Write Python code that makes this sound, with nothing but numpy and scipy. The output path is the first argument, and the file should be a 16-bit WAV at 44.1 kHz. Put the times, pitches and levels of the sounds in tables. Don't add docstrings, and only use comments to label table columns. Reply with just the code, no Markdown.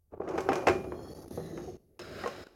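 import sys
import numpy as np
from scipy import signal
from scipy.fft import rfft, irfft, next_fast_len
from scipy.io import wavfile
from scipy.ndimage import uniform_filter1d, map_coordinates

SR = 44100
rng = np.random.default_rng(int(sys.argv[2]) if len(sys.argv) > 2 else 0)


def store_wav(level_fs):
    pcm = np.round(np.clip(np.atleast_2d(level_fs), -1, 1) * 32767)
    wavfile.write(sys.argv[1], SR, pcm.T.astype(np.int16))


N = 112454


def amp(db):
    return 10 ** (np.asarray(db) / 20)


def unit(x):
    return x / np.sqrt(np.mean(x ** 2) + 1e-20)


def along(points, hz):
    point_hz, value = np.transpose(points)
    return np.interp(np.log(hz + 1), np.log(point_hz + 1), value)


def level(rows):
    return amp(np.interp(np.arange(N) / SR, *np.transpose(rows)))


def wobble(rate):
    knots = rng.standard_normal(int(N * rate / SR) + 4)
    return map_coordinates(knots, [np.arange(N) * rate / SR])


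def filtered(x, response):
    m = next_fast_len(N + SR // 2)
    return irfft(rfft(x, m) * response(np.fft.rfftfreq(m, 1 / SR)), m)[:N]


def noise(colour):
    white = rng.standard_normal(N)
    return unit(filtered(white, lambda hz: amp(along(colour, hz))))


def floor():
    # (frequency [Hz], relative level [dB])
    rumble_colour = [(25, -1), (70, 6.5), (130, -7), (300, -25), (1000, -40), (4000, -44), (15000, -31)]
    return amp(-71.5) * noise(rumble_colour)


def coloured(x, tilt_db, thud_db):
    # (frequency [Hz], relative level [dB])
    knock_colour = [(30, -32), (90, -6), (200, -3), (360, 7.5), (750, 3), (1300, -2.5), (2800, -17),
                    (3700, -27.5), (6300, -29), (8000, -39), (15500, -50.5)]
    tilt_top_hz = 7060
    spot_depth_db, spot_band_hz = 1.5, 417
    m = 2 * next_fast_len(len(x))
    hz = np.fft.rfftfreq(m, 1 / SR)
    spot = map_coordinates(rng.standard_normal(size=400), [hz / spot_band_hz], mode='mirror')
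    spot = spot * np.minimum(hz / 2500, 1)
    db = along(knock_colour, hz) + spot_depth_db * spot
    db = db + tilt_db * np.log2(1 + np.minimum(hz, tilt_top_hz) / 500)
    db = db + thud_db / (1 + (hz / 220) ** 4)
    cepstrum = irfft(np.log(unit(amp(db))))
    cepstrum[1:m // 2] *= 2
    cepstrum[m // 2 + 1:] = 0
    return irfft(rfft(x, m) * np.exp(rfft(cepstrum)))[:len(x)]


def answer():
    # (frequency [Hz], relative level [dB], 60 dB decay time [s])
    rack_modes = [(256, -8.5, 1), (377.3, 4, 0.29), (565.6, 3.5, 0.28), (662.3, 2.5, 0.32),
                  (790.4, 3.5, 0.27), (1099, 5, 0.32), (1393, 0, 0.29), (1533, -5, 0.17), (1780, 2.5, .22),
                  (2420, 3, 0.48), (2620, 2, 0.084), (5370, 9, 0.16)]
    # (frequency [Hz], 60 dB decay time [s])
    tub_decay = [(100, 0.62), (300, 0.26), (800, 0.19), (2000, 0.29), (5000, 0.35), (13000, .33)]
    clack_t60_s, push_db, tub_db = 0.038, -13.5, -3.5
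    t = np.arange(SR * 2 // 3) / SR

    def unit_energy(x):
        return x / np.linalg.norm(x)

    push = amp(push_db) * (t == 0)
    clack = rng.standard_normal(len(t)) * amp(-60 * t / clack_t60_s)
    ring = 0
    for mode_hz, db, t60 in rack_modes:
        envelope = amp(db + 2 * rng.standard_normal() - 60 * t / t60)
        ring = ring + envelope * np.sin(2 * np.pi * (mode_hz * t + rng.random()))
    hz, s, z = signal.stft(rng.standard_normal(len(t)), SR, nperseg=256)
    decay = amp(-60 * s / along(tub_decay, hz)[:, None])
    tub = signal.istft(z * decay, SR, nperseg=256)[1][:len(t)]
    return push + unit_energy(clack) + amp(tub_db) * unit_energy(tub), unit_energy(ring)


def struck(tilt_db, thud_db):
    body, ring = answer()
    ring = coloured(ring, tilt_db, thud_db)
    ring = amp(-5) * ring / np.linalg.norm(ring)
    return coloured(body, tilt_db, thud_db) + ring


def chatter():
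    # (time [s], relative level [dB])
    shaking = [(.1, -88.5), (.112, -51), (.19, -49), (.26, -41.5), (.33, -35), (.43, -40), (.56, -34.5),
               (.64, -39.5), (.75, -40.5), (.8, -45.5), (1.2, -50), (1.6, -49.5), (1.9, -69), (2.22, -54.5),
               (2.26, -40.5), (2.34, -51)]
    taps_per_s, scatter_db = 130, 3
    hard_from_db, hard_db = -35.5, -5.5
    soft_tilt_db, hard_tilt_db, soft_edge_hz = -5, 3, 1520
    shake = level(shaking)

    def contacts(gain, tilt_db):
        happens = rng.random(N) < taps_per_s / SR
        taps = happens * amp(scatter_db * rng.standard_normal(N))
        return signal.fftconvolve(unit(taps) * gain, struck(tilt_db, thud_db=-2.0))[:N]

    hard_shake = shake * np.minimum(shake / amp(hard_from_db), 1)
    soft = sum(contacts(shake, soft_tilt_db) for spot in range(2))
    hard = sum(contacts(hard_shake, hard_tilt_db) for spot in range(2))
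    soft = filtered(soft, lambda hz: 1 / (1 + (hz / soft_edge_hz) ** 8))
    return amp(-6.0) * (soft + amp(hard_db) * hard)


def wheels():
    # (time [s], level [dB])
    rolling = [(.1, -93), (.13, -50.5), (.45, -51.5), (.66, -64), (.72, -36.5), (.86, -42.5), (1.02, -46),
               (1.2, -48), (1.32, -43.5), (1.47, -47), (1.7, -44.5), (1.86, -54), (1.99, -49),
               (2.08, -46.5), (2.3, -46.5), (2.55, -58)]
    # (frequency [Hz], relative level [dB])
    rolling_colour = [(25, -35), (50, -9.5), (82, 1), (125, -6.5), (160, -2.5), (280, -6), (365, -0.5),
                      (450, -5.5), (680, -17.5), (950, -44.5), (2000, -35), (5000, -56)]
    uneven = noise(rolling_colour) * amp(2 * wobble(35.05))
    return level(rolling) * unit(uneven)


def knocks():
    # (time [s], relative level [dB], brightness [dB per octave], low thud [dB])
    bumps = [(0.137, -35.5, -9, -14), (.177, -35, -18, 6.5), (.2005, -23, -16.5, -13),
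             (0.217, -26, -10.5, -25), (.277, -26.5, -3.5, -9), (0.288, -39.5, 8, 2), (.379, -21, 3, 4),
             (.385, -23.5, 1, 3), (.406, -34.5, 10, 10), (.489, -14.5, 0.5, -1), (.497, -18.5, -11, -5),
             (.519, -17, -1.5, -8), (.531, -23, 6, 0), (0.556, -28, 8, -18.5), (.6698, -15, 3.5, 13),
             (0.6724, -10, 2, -3), (.684, -12, 3, 0.5), (.696, -18.5, 3, 17.5), (.842, -39.5, 2.5, -12),
             (.921, -28, -4, -3), (1.311, -35.5, -19.5, -1), (1.375, -25, -9.5, 9.5),
             (1.401, -30.5, -10.5, 10), (1.575, -33, 2.5, -10), (1.993, -38, 10, 3),
             (2.237, -25.5, 0.5, -12), (2.26, -29, 2.5, -11), (2.275, -26.5, 6, -5), (2.467, -41.5, 1, -16)]
    common_gain_db = 16
    out = np.zeros(N + SR)
    for s, db, tilt_db, thud_db in bumps:
        hit = struck(tilt_db, thud_db)
        out[round(s * SR):][:len(hit)] += amp(db + common_gain_db) * hit
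    return out[:N]


def dropouts(x):
    # (start [s], end [s], gain [dB])
    drops = [(0.151, 0.174, -7), (0.181, 0.198, -13.5), (1.136, 1.307, -11.5), (1.77, 1.992, -14.5),
             (2.44, 2.468, -12), (2.472, 2.603, -12.5)]
    # (start [s], end [s])
    bursts = [(1.148, 1.175), (1.175, 1.188), (1.188, 1.208), (1.213, 1.221), (1.221, 1.238), (1.242, 1.25),
              (1.259, 1.263), (1.278, 1.286)]
    fade_s, burst_db = .002, 10.5
    bass_share, bass_edge_hz = 0.94, 92
    t = np.arange(N) / SR

    def span(start, end):
        return np.clip(np.minimum(t - start, end - t) / fade_s + .5, 0, 1)

    db = sum(depth * span(start, end) for start, end, depth in drops)
    db = db + burst_db * sum(span(start, end) for start, end in bursts)
    bass = filtered(x, lambda hz: 1 / (1 + (hz / bass_edge_hz) ** 4))
    return bass * amp(bass_share * db) + (x - bass) * amp(db)


def note(s, db, hz, t60):
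    attack_s = .0015
    t = np.maximum(np.arange(N) / SR - s, 0)
    return amp(db - 60 * t / t60) * np.sin(2 * np.pi * hz * t) * (1 - np.exp(-t / attack_s))


def thunks():
    # (time [s], level [dB], frequency [Hz], 60 dB decay time [s])
    hollow_notes = [(0.2034, -16.5, 435, 0.02), (.335, -32.5, 334, 0.18), (.489, -23.5, 781, 0.16),
                    (.49, -25, 268, 0.17), (.696, -16.5, 361, 0.11), (.752, -26, 370, 0.093),
                    (.872, -34, 360, 0.23), (1.38, -40.5, 161.9, 1), (1.376, -30.5, 477, 0.14),
                    (1.53, -30.5, 330, .11), (1.578, -33.5, 350.2, 0.25), (1.681, -37.5, 722, 0.059),
                    (1.682, -33.5, 356.6, 0.15), (1.993, -37.5, 355, 0.16), (2.238, -34, 1893, 0.072),
                    (2.259, -24, 482, 0.071), (2.26, -31, 1070, 0.12), (2.468, -37, 1450, 0.037)]
    return sum(note(*row) for row in hollow_notes)


def clicks():
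    # (time [s], level [dB], brightness [dB per octave above the first mode])
    strikes = [(0.49, -30.5, -3), (0.6684, -16, -13), (.684, -24, -1.5), (1.991, -51.5, 12),
               (2.016, -51.5, 15.5)]
    # (frequency [Hz], relative level [dB], 60 dB decay time [s])
    wire_modes = [(2009, -3.5, 0.032), (2606, -3.5, 0.05), (4204, -10, 0.023), (5230, -11, 0.05)]
    first_hz = wire_modes[0][0]
    out = np.zeros(N)
    for s, db, tilt_db in strikes:
        for hz, relative_db, t60 in wire_modes:
            out += note(s, db + relative_db + tilt_db * np.log2(hz / first_hz), hz, t60)
    return out


def streaked(x, depth_db):
    z = signal.stft(x, nperseg=1024)[2]
    field = uniform_filter1d(rng.standard_normal(z.shape), size=4, axis=0)
    field = uniform_filter1d(field, size=22, axis=1)
    return unit(signal.istft(z * amp(depth_db * unit(field)), nperseg=1024)[1][:N])


def singing():
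    # (peak time [s], frequency at the peak [Hz], level over the thin hiss [dB], glide [Hz per s])
    bands = [(1.07, 1800, -7.5, 500.5), (1, 3290, -6, 4.5), (1.06, 4380, 0, 1500.5),
             (1.06, 5300, -4.5, 499), (1.04, 6950, -5, 0.5), (1.5, 1850, -3.5, -200),
             (1.4, 3500, -14, -400), (1.5, 3950, -6, -1000), (1.62, 6500, -6.5, -700)]
    # (peak time [s], rate of random modulation [knots per s])
    blur = [(1.1, 200), (1.5, 430)]
    spread_s = 0.16
    out = np.zeros(N)
    for s, hz, db, glide in bands:
        t = np.arange(N) / SR - s
        phase = 2 * np.pi * (hz * t + glide * t ** 2 / 2)
        rate = np.interp(s, *np.transpose(blur))
        band = unit(wobble(rate) * np.cos(phase) + wobble(rate) * np.sin(phase))
        out += amp(db) * np.exp(-(t / spread_s) ** 2) * band
    return out


def runners():
    # (time [s], level [dB])
    thin_level = [(.2, -100), (.38, -67.5), (.85, -67.5), (.96, -70.5), (1.12, -63.5), (1.36, -58.5),
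                  (1.52, -62), (1.68, -60.5), (1.78, -68), (1.95, -78), (2.55, -84)]
    full_level = [(2.0, -50.5), (2.1, -51.5), (2.22, -46), (2.34, -51), (2.44, -50.5), (2.55, -56.5)]
    # (frequency [Hz], relative level [dB])
    thin_colour = [(1200, -31), (2200, -2.5), (3450, -0.5), (4500, 4.5), (6700, 7), (7700, -13),
                   (9000, 1.5), (10800, 8.5), (15500, -5)]
    full_colour = [(250, -14.5), (550, 9.5), (950, -4), (1400, 6), (2200, -2), (3150, -4.5), (3450, -9),
                   (3900, -1.5), (4550, -9), (5050, -1), (6000, -16.5), (6700, -11), (8000, -21),
                   (12500, -22), (15500, -26)]
    dull_from_s, dull_db_per_s, dull_above_hz = 1.31, 27.5, 8560
    full_start_s = 1.992
    t = np.arange(N) / SR
    thin = unit(streaked(noise(thin_colour), depth_db=2.5) * amp(1.1 * wobble(270)))
    top = filtered(thin, lambda hz: hz > dull_above_hz)
    thin = thin - top + top * amp(-dull_db_per_s * np.maximum(t - dull_from_s, 0))
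    full = unit(streaked(noise(full_colour), depth_db=1.1) * amp(.5 * wobble(370)))
    return level(thin_level) * (thin + singing()) + level(full_level) * full * (t > full_start_s)


def whine():
    # (frequency [Hz], rms level [dB])
    whine_tones = [(10000, -91), (12500, -91)]
    start_s = 1.4
    t = np.arange(N) / SR
    tones = sum(amp(db) * np.sqrt(2) * np.sin(2 * np.pi * hz * t) for hz, db in whine_tones)
    return tones * np.clip((t - start_s) * 20, 0, 1)


def scene():
    rack = chatter() + wheels() + knocks() + thunks() + clicks() + runners()
    return (floor() + dropouts(rack) + whine())[None]


def record(dry):
    return filtered(dry[0], lambda hz: hz < 16000)[None]


dry = scene()
out = record(dry)
store_wav(out)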